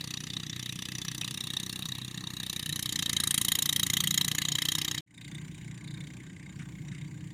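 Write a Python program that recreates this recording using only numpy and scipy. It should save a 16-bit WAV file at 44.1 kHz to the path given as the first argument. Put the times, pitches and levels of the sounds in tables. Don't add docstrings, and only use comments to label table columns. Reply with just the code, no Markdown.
import sys
import numpy as np
from scipy import signal
from scipy.fft import rfft, irfft, next_fast_len
from scipy.io import wavfile
from scipy.ndimage import uniform_filter1d, map_coordinates

SR = 44100
rng = np.random.default_rng(int(sys.argv[2]) if len(sys.argv) > 2 else 0)


def boost_factor(decibels):
    exponent = np.asarray(decibels, float) / 20
    return 10 ** exponent


def dump(signal):
    limited = np.clip(np.atleast_2d(signal).T, -1, 1)
    pcm = np.round(limited * 32767).astype(np.int16)
    wavfile.write(sys.argv[1], SR, pcm)


N = 323253
TIME = np.arange(N) / SR
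CUT, RESUME = 5.008, 5.063
IS_FAR = TIME > CUT

# t/s, bearing (0 aside, 1 turning, 2 oblique, 3 and up head-on)
BEARING = [(0, 0.79), (.5, 0.66), (1.0, 0.31), (1.4, 1), (1.9, 1), (2.4, 1), (2.65, 1.68), (2.88, 3.03),
           (3.0, 2.66), (3.2, 3.1), (5, 11.8)]
# t/s, burst level/dB, clarity of the air path/dB
REACH = [(0, -42, -13.5), (.3, -41.5, -19.5), (.8, -42.5, -10.5), (1.15, -40, -11), (1.7, -37, -12.5),
         (1.92, -40.5, -11.5), (2.25, -43.5, -18), (2.4, -39, -14), (2.84, -37, -3.5), (2.95, -33, -12.5),
         (3.3, -30, -2.5), (4.2, -29, -8), (4.5, -31, -14), (4.75, -29.5, -8), (5, -35, -17),
         (5.06, -51, -11.5), (6.15, -56.5, -14.5), (7.33, -58.5, -15.5)]
# t/s, length/s, level/dB
GUSTS = [
    (5.157, .21, 1),
    (5.858, 0.17, 2.5),
    (6.072, 0.09, -10),
    (6.9, 0.11, -12),
]
HUM = (-40.5, -41.5, 0.17)


def unit(x):
    return x / np.sqrt(np.mean(x ** 2) + 1e-20)


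def curves(rows):
    s, *cols = np.transpose(rows)
    return [np.interp(TIME, s, c) for c in cols]


def filtered(x, response):
    m = next_fast_len(N + SR // 4)
    return irfft(rfft(x, m) * response(np.fft.rfftfreq(m, 1 / SR)), m)[..., :N]


def resonance(f, centre, width, db):
    return boost_factor(db) * 1j * f * width / (centre * centre - f * f + 1j * f * width)


def modes(table):
    return lambda f: sum((-1) ** k * resonance(f, *row) for k, row in enumerate(table))


def pipe(table, leak_db):
    return lambda f: boost_factor(leak_db) + sum(resonance(f, *row) for row in table)


def highpass(hz, corner, order):
    return 1 / (1 + (corner / (hz + 1)) ** order)


def patchy(depth_db, bins, frames):
    z = signal.stft(rng.standard_normal(N + 512), nperseg=256)[2]
    field = uniform_filter1d(rng.standard_normal(z.shape), bins, 0)
    field = uniform_filter1d(field, frames, 1)
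    return unit(signal.istft(z * boost_factor(depth_db * unit(field)), nperseg=256)[1][:N])


def coloured(x, spectrum):
    f, db = np.transpose(spectrum)
    return unit(filtered(x, lambda hz: boost_factor(np.interp(np.log(hz + 1), np.log(f), db))))


def wobble(rate, count):
    knots = rng.standard_normal((count, int(N * rate / SR) + 4))
    coarse = np.arange(0, N + 64, 64)
    return [np.interp(np.arange(N), coarse, map_coordinates(k, [coarse * rate / SR])) for k in knots]


def level(near_db, far_db, grows):
    usual_burst_db = np.where(IS_FAR, -56, -40)
    return np.where(IS_FAR, far_db, near_db) + grows * (curves(REACH)[0] - usual_burst_db)


def shares():
    bearing = curves(BEARING)[0].clip(0, 3)
    return [np.clip(1 - abs(bearing - k), 0, 1) for k in range(4)]


def breeze():
    # f/Hz, level/dB per Hz
    wind_colour = [(12, -25), (25, 4), (40, -4), (60, -29)]
    strength_db = level(*HUM) - 30 + 3.3 * wobble(7.8, count=1)[0]
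    return boost_factor(strength_db) * coloured(rng.standard_normal(N), wind_colour)


def hiss():
    # f/Hz, level/dB per Hz
    chaff_colour = [(240, -42), (400, -16.5), (1450, -15.5), (1740, -7), (2400, -14), (3790, -9),
                    (4840, -24), (6000, -19), (15500, -28.5)]
    # f/Hz, level/dB per Hz
    field_colour = [(240, -62), (400, -11), (560, -13), (990, -4), (1500, -4), (2100, -5.5), (3500, -14),
                    (5200, -22.5), (7200, -15.5), (9400, -24), (10300, -30), (13000, -36), (15500, -35)]
    air = patchy(depth_db=3.5, bins=4, frames=12)
    chorus = modes([(7110, 340, 0)])
    insects = unit(filtered(patchy(depth_db=5, bins=3, frames=4), lambda f: chorus(f) ** 2))
    afar = coloured(air, field_colour) + boost_factor(-8.5) * insects
    return boost_factor(level(near_db=-52, far_db=-60, grows=0.42)) * np.where(IS_FAR, afar, coloured(air, chaff_colour))


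def rustles():
    # t/s, level/dB, fall by 60 dB/s
    brushes = [
        (6.59, -45, 0.18),
        (6.62, -56, .05),
        (6.87, -52, 0.12),
        (6.921, -49, 0.15),
        (6.96, -58, 0.091),
    ]
    # f/Hz, level/dB per Hz
    stalk_colour = [(700, -40), (1100, -6), (1600, 6), (2500, -1), (4000, -16), (9000, -9), (12000, -45)]
    envelope, t = np.zeros(N + SR), np.arange(SR // 5) / SR
    for s, db, t60 in brushes:
        envelope[round(s * SR):][:len(t)] += boost_factor(db - 60 * t / t60) * (1 - np.exp(-t / 0.0042))
    return envelope[:N] * coloured(patchy(depth_db=-2, bins=6, frames=2), stalk_colour)


def knocks():
    # t/s, level/dB, f/Hz, fall by 60 dB/s
    taps = [
        (1.221, -27, 2590, 0.019),
        (1.235, -14.5, 2620, 0.0062),
    ]
    out, t = np.zeros(N + SR), np.arange(SR // 10) / SR
    for s, db, hz, t60 in taps:
        grit = 1 + 0.47 * uniform_filter1d(rng.standard_normal(len(t)), size=8)
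        envelope = boost_factor(db - 60 * t / t60) * (1 - np.exp(-t / 0.0013))
        out[round(s * SR):][:len(t)] += envelope * grit * np.sin(2 * np.pi * hz * t)
    return out[:N]


def crank():
    # t/s, firings per second
    speed = [(0, 30.664), (.93, 30.855), (1.09, 30.529), (1.45, 31.169), (2.25, 31.296), (2.69, 30.346),
             (2.89, 30.584), (3.13, 27.971), (3.61, 28.87), (4.17, 28.843), (4.65, 30.021), (4.77, 31.114),
             (5, 30.371), (5.17, 28.798), (5.42, 30.228), (6.18, 30.782), (7.33, 30.78)]
    run = np.cumsum(curves(speed)[0]) / SR
    near = run - run[0] - 0.203
    far = run - run[round(5.17 * SR)] + 155.871
    return np.maximum.accumulate(np.where(IS_FAR, far, near))


def hum():
    # multiple of the firing rate, level/dB
    low_aside = [(1, -35), (2, -9), (3, -5.5), (4, 1.5), (5, -2), (6, -1.5), (7, -5.5), (8, -8.5),
                 (9, -12.5), (10, -8.5), (11, -12.5), (12, -35), (13, -20), (14, -24.5), (15, -38)]
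    low_head_on = [(1, -40), (2, -7.5), (3, -2.5), (4, -1.5), (5, 2), (6, -6.5), (7, -9), (8, -8.5),
                   (9, -6.5), (10, -4), (11, -15.5), (12, -12), (13, -22), (14, -43), (15, -35.5)]
    low_afar = [(1, -32), (2, -3), (3, -24.5), (4, 0), (5, 1.5), (6, -1), (7, -12.5), (8, -10.5),
                (9, -10.5), (10, -7), (11, -14), (12, -14.5), (13, -30), (14, -31), (15, -24)]
    # t/s, firings per second, level under the hum/dB
    other_engine = [(0, 30.9, -16), (3.6, 35, -12.5), (4.1, 31.5, -2), (5, 28.3, -19), (5.07, 30, -15),
                    (6.0, 29.4, -2.5), (6.3, 25, -31), (6.55, 27.8, -5.5), (6.9, 28.2, -2),
                    (7.33, 29.4, -3)]
    # multiple of its firing rate, level/dB
    other_tones = [(3, -17), (4, -3), (5, 4), (6, 2.5), (7, -7), (10, -12), (11, -16)]
    # f/Hz, level/dB per Hz
    drum_colour = [(15, -83), (25, -36), (48, -20.5), (91, -8), (113, -2.5), (151, 1), (239, -12),
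                   (312, -10.5), (395, -26), (700, -38.5), (910, -80), (1540, -120)]

    turn = crank() - 0.17
    head_on = sum(shares()[2:])
    thump = np.zeros(N)
    drifts = wobble(5, count=len(low_afar))
    for (k, aside_db), (_, head_db), (_, far_db), drift in zip(low_aside, low_head_on, low_afar, drifts):
        near_db = aside_db + head_on * (head_db - aside_db) + 1.52 * drift
        db = np.where(IS_FAR, far_db - 4.0 + 3 * drift, near_db)
        thump += boost_factor(db) * np.cos(2 * np.pi * (k * turn + IS_FAR * 0.0387 * k * k))

    rate, other_db = curves(other_engine)
    other_turn = np.cumsum(rate) / SR
    other = sum(boost_factor(db) * np.cos(2 * np.pi * k * other_turn) for k, db in other_tones)
    drum = coloured(patchy(depth_db=3.0, bins=1, frames=14), drum_colour)
    drum_db = np.where(IS_FAR, -5, -9)
    mix = boost_factor(-5.0) * unit(thump) + boost_factor(other_db) * unit(other) + boost_factor(drum_db) * drum
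    return boost_factor(level(*HUM)) * mix


def gusts():
    edge_s = 0.034
    return [np.clip(np.minimum(TIME - s, s + length - TIME) / edge_s + 1, 0, 1) for s, length, _ in GUSTS]


def whistle(gas):
    ring = modes([(3724, 330, -1), (5050, 320, -13)])
    return unit(filtered(gas, lambda f: ring(f) ** 2 * np.exp(-2j * np.pi * f * 0.0027)))


def hand(x):
    # t/s, delay/ms, strength 0-1
    close_echo = [(0, 0.42, 0.06), (1.3, 0.43, 0.45), (2.5, 0.4, 0.11), (3.0, .39, 0.13), (5, 0.41, 0)]
    delay_ms, strength = curves(close_echo)
    return x - strength * map_coordinates(x, [np.arange(N) - delay_ms * SR / 1000])


def firings():
    turn = crank()
    whole = np.arange(0, turn[-1])
    jitter, luck = rng.standard_normal((2, len(whole)))
    at = np.searchsorted(turn, whole) + 0.0003 * SR * jitter
    return np.round(at).astype(int).clip(0, N - 1), luck


def exhaust():
    # f/Hz, width/Hz, level/dB
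    pipe_aside = [(2060, 250, -6.0), (2604, 66, -1.0), (3080, 280, -4.5), (3504, 57, 1.5),
                  (4780, 172, -2.5), (5810, 220, -3.0), (6560, 180, -20), (6770, 140, -14),
                  (7500, 120, -31), (8870, 120, -7.5), (9700, 120, -18), (10240, 110, -30),
                  (10900, 190, -26), (4420, 150, -7.0)]
    pipe_turning = [(1930, 210, -13), (2620, 39, -20), (2794, 84, -8), (3650, 92, -11), (3850, 190, -1),
                    (4420, 105, -8.5), (5370, 180, -19.5), (5940, 120, -12), (6800, 310, -12.5),
                    (8790, 350, -10), (9600, 72, -12), (9600, 88, -31), (13900, 160, -16.5),
                    (13400, 190, -34)]
    pipe_oblique = [(1840, 120, -10.5), (3070, 120, -6), (3853, 150, -2.5), (4520, 98, -33),
                    (5040, 89, -11.5), (6040, 190, -10), (7020, 230, -12), (7860, 72, -27),
                    (9200, 290, -13), (10120, 420, -12.5), (10430, 190, -21.5), (11400, 82, -17),
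                    (12200, 230, -45), (14400, 120, -30)]
    pipe_head_on = [(2040, 295, -2.5), (3207, 164, 5), (3830, 200, 7), (4566, 76, -4), (5344, 113, -1.5),
                    (6094, 160, -1), (6800, 286, 2.5), (7700, 75, -29), (8330, 270, -5), (9000, 250, -8.5),
                    (9400, 260, -18.5), (9950, 260, -6.5), (11640, 120, -26), (11800, 330, -12.5),
                    (13800, 150, -12), (15200, 160, -9.5)]
    pipe_afar = [(1594, 55, 0.5), (2157, 330, 2.5), (3435, 210, -20), (4600, 98, -10.0), (5000, 170, -18),
                 (5940, 690, -17.5), (7080, 990, -10.0), (8400, 130, -9), (9000, 110, -31),
                 (11900, 240, -21), (14400, 1000, -30), (2960, 410, -11.5)]
    # f/Hz, width/Hz, level/dB
    cover_rings = [(866, 470, -12.5), (1145, 445, -3)]
    # bearing, level/dB
    fizz_beam = [(0, -9), (1, 0), (2, -8), (3.3, -8.5), (4.6, -1), (11, 0)]

    reach_db, clarity_db = curves(REACH)
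    blows, parts = gusts(), shares()
    at, luck = firings()
    facing = (parts[3] * ~IS_FAR)[at]
    t = np.arange(SR // 10) / SR

    def swell(rise_s):
        return (1 - np.exp(-t / rise_s)) ** 3

    def puff(rise_s, t60, tail_db, tail_t60):
        return swell(rise_s) * (boost_factor(-60 * t / t60) + boost_factor(tail_db - 60 * t / tail_t60))

    def strokes(shape, lag_s=0):
        moments = (at + lag_s * SR).astype(int).clip(0, N - 1)
        return unit(signal.fftconvolve(np.bincount(moments, boost_factor(0.88 * luck), N), shape)[:N])

    jet = strokes(puff(0.0029, t60=0.018, tail_db=-31.0, tail_t60=0.053), 0.001 * facing)
    spit = strokes(puff(0.0053, t60=0.0095, tail_db=-55.5, tail_t60=0.086), 0.002 * facing)
    knock = strokes(puff(0.0017, t60=0.028, tail_db=-25, tail_t60=0.05), -0.0008)
    smear = strokes(swell(0.0012) * (boost_factor(-60 * (t / 0.025) ** 2) + boost_factor(-11 - 60 * t / 0.051)))

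    turbulence = patchy(depth_db=3.0, bins=3, frames=10)
    shimmer = patchy(depth_db=3.5, bins=2, frames=24)
    drifting = patchy(depth_db=3, bins=2, frames=90)
    close = np.array([turbulence * jet, drifting * spit])
    distant = smear * np.array([shimmer, turbulence])

    def heard(x, rings):
        return unit(filtered(x, pipe(rings, leak_db=-28)))

    views = (pipe_aside, pipe_turning, pipe_oblique, pipe_head_on)
    near = sum(np.sqrt(part) * heard(close, rings) for part, rings in zip(parts, views))
    afar = heard(distant, pipe_afar)

    calm_db = -13
    whistle_db = calm_db + sum((db - calm_db) * blow for (_, _, db), blow in zip(GUSTS, blows))
    far_gas = (afar[0] + boost_factor(whistle_db) * whistle(distant[0])) / np.sqrt(1 + boost_factor(2 * whistle_db))
    gas = np.where(IS_FAR, far_gas, hand(near[0]))

    def treble(x):
        return filtered(x, lambda hz: highpass(hz, 8000, 12))

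    fizz = unit(treble(hand(near[1])))
    sizzle = filtered(fizz, lambda hz: highpass(hz, 12260, 20))
    sizzle_db = np.interp(curves(BEARING)[0], *np.transpose(fizz_beam))
    near_top = fizz + (boost_factor(sizzle_db) - 1) * sizzle
    hazy = filtered(afar[1], lambda hz: boost_factor(-14.5) * (hz / 14000) ** 3 + 1 / (1 + (hz / 9800) ** 16))
    top = np.where(IS_FAR, unit(treble(hazy)), near_top)

    cover = unit(filtered(np.where(IS_FAR, distant[0], turbulence * knock), modes(cover_rings)))
    cover_db = level(near_db=-12.5, far_db=-13.5, grows=-0.34) - np.where(IS_FAR, 4, 1)
    burst_db = reach_db + 5 * sum(blows)
    return boost_factor(burst_db) * (gas - treble(gas) + boost_factor(clarity_db + 2.0) * top + boost_factor(cover_db) * cover)


def ground(x):
    def notch(f, hz, width_hz):
        return 1 - modes([(hz, width_hz, -1.2)])(f)

    near = filtered(x, lambda f: notch(f, hz=1465, width_hz=417) * notch(f, hz=628, width_hz=158))
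    far = filtered(x, lambda f: notch(f, hz=1330, width_hz=460))
    return np.where(IS_FAR, far, near)


def scene():
    return (ground(exhaust() + hiss()) + hum() + knocks() + rustles())[None]


def roll_off(x):
    return signal.sosfilt(signal.butter(12, 16610, fs=SR, output="sos"), x)


def record(dry):
    fade_in = np.clip((TIME - RESUME) / 0.25 + 0.11, 0, 1) ** 1.56
    edit = uniform_filter1d((TIME < CUT) + (TIME > RESUME) * fade_in, size=60)

    def band(hz):
        top = 1 / (1 + (hz / 15350) ** 120) + boost_factor(-52) * (hz < 16600)
        return top * highpass(hz, 55, 6)

    return roll_off((edit * (filtered(dry[0], band) + breeze()))[None])


dry = scene()
out = record(dry)
dump(out)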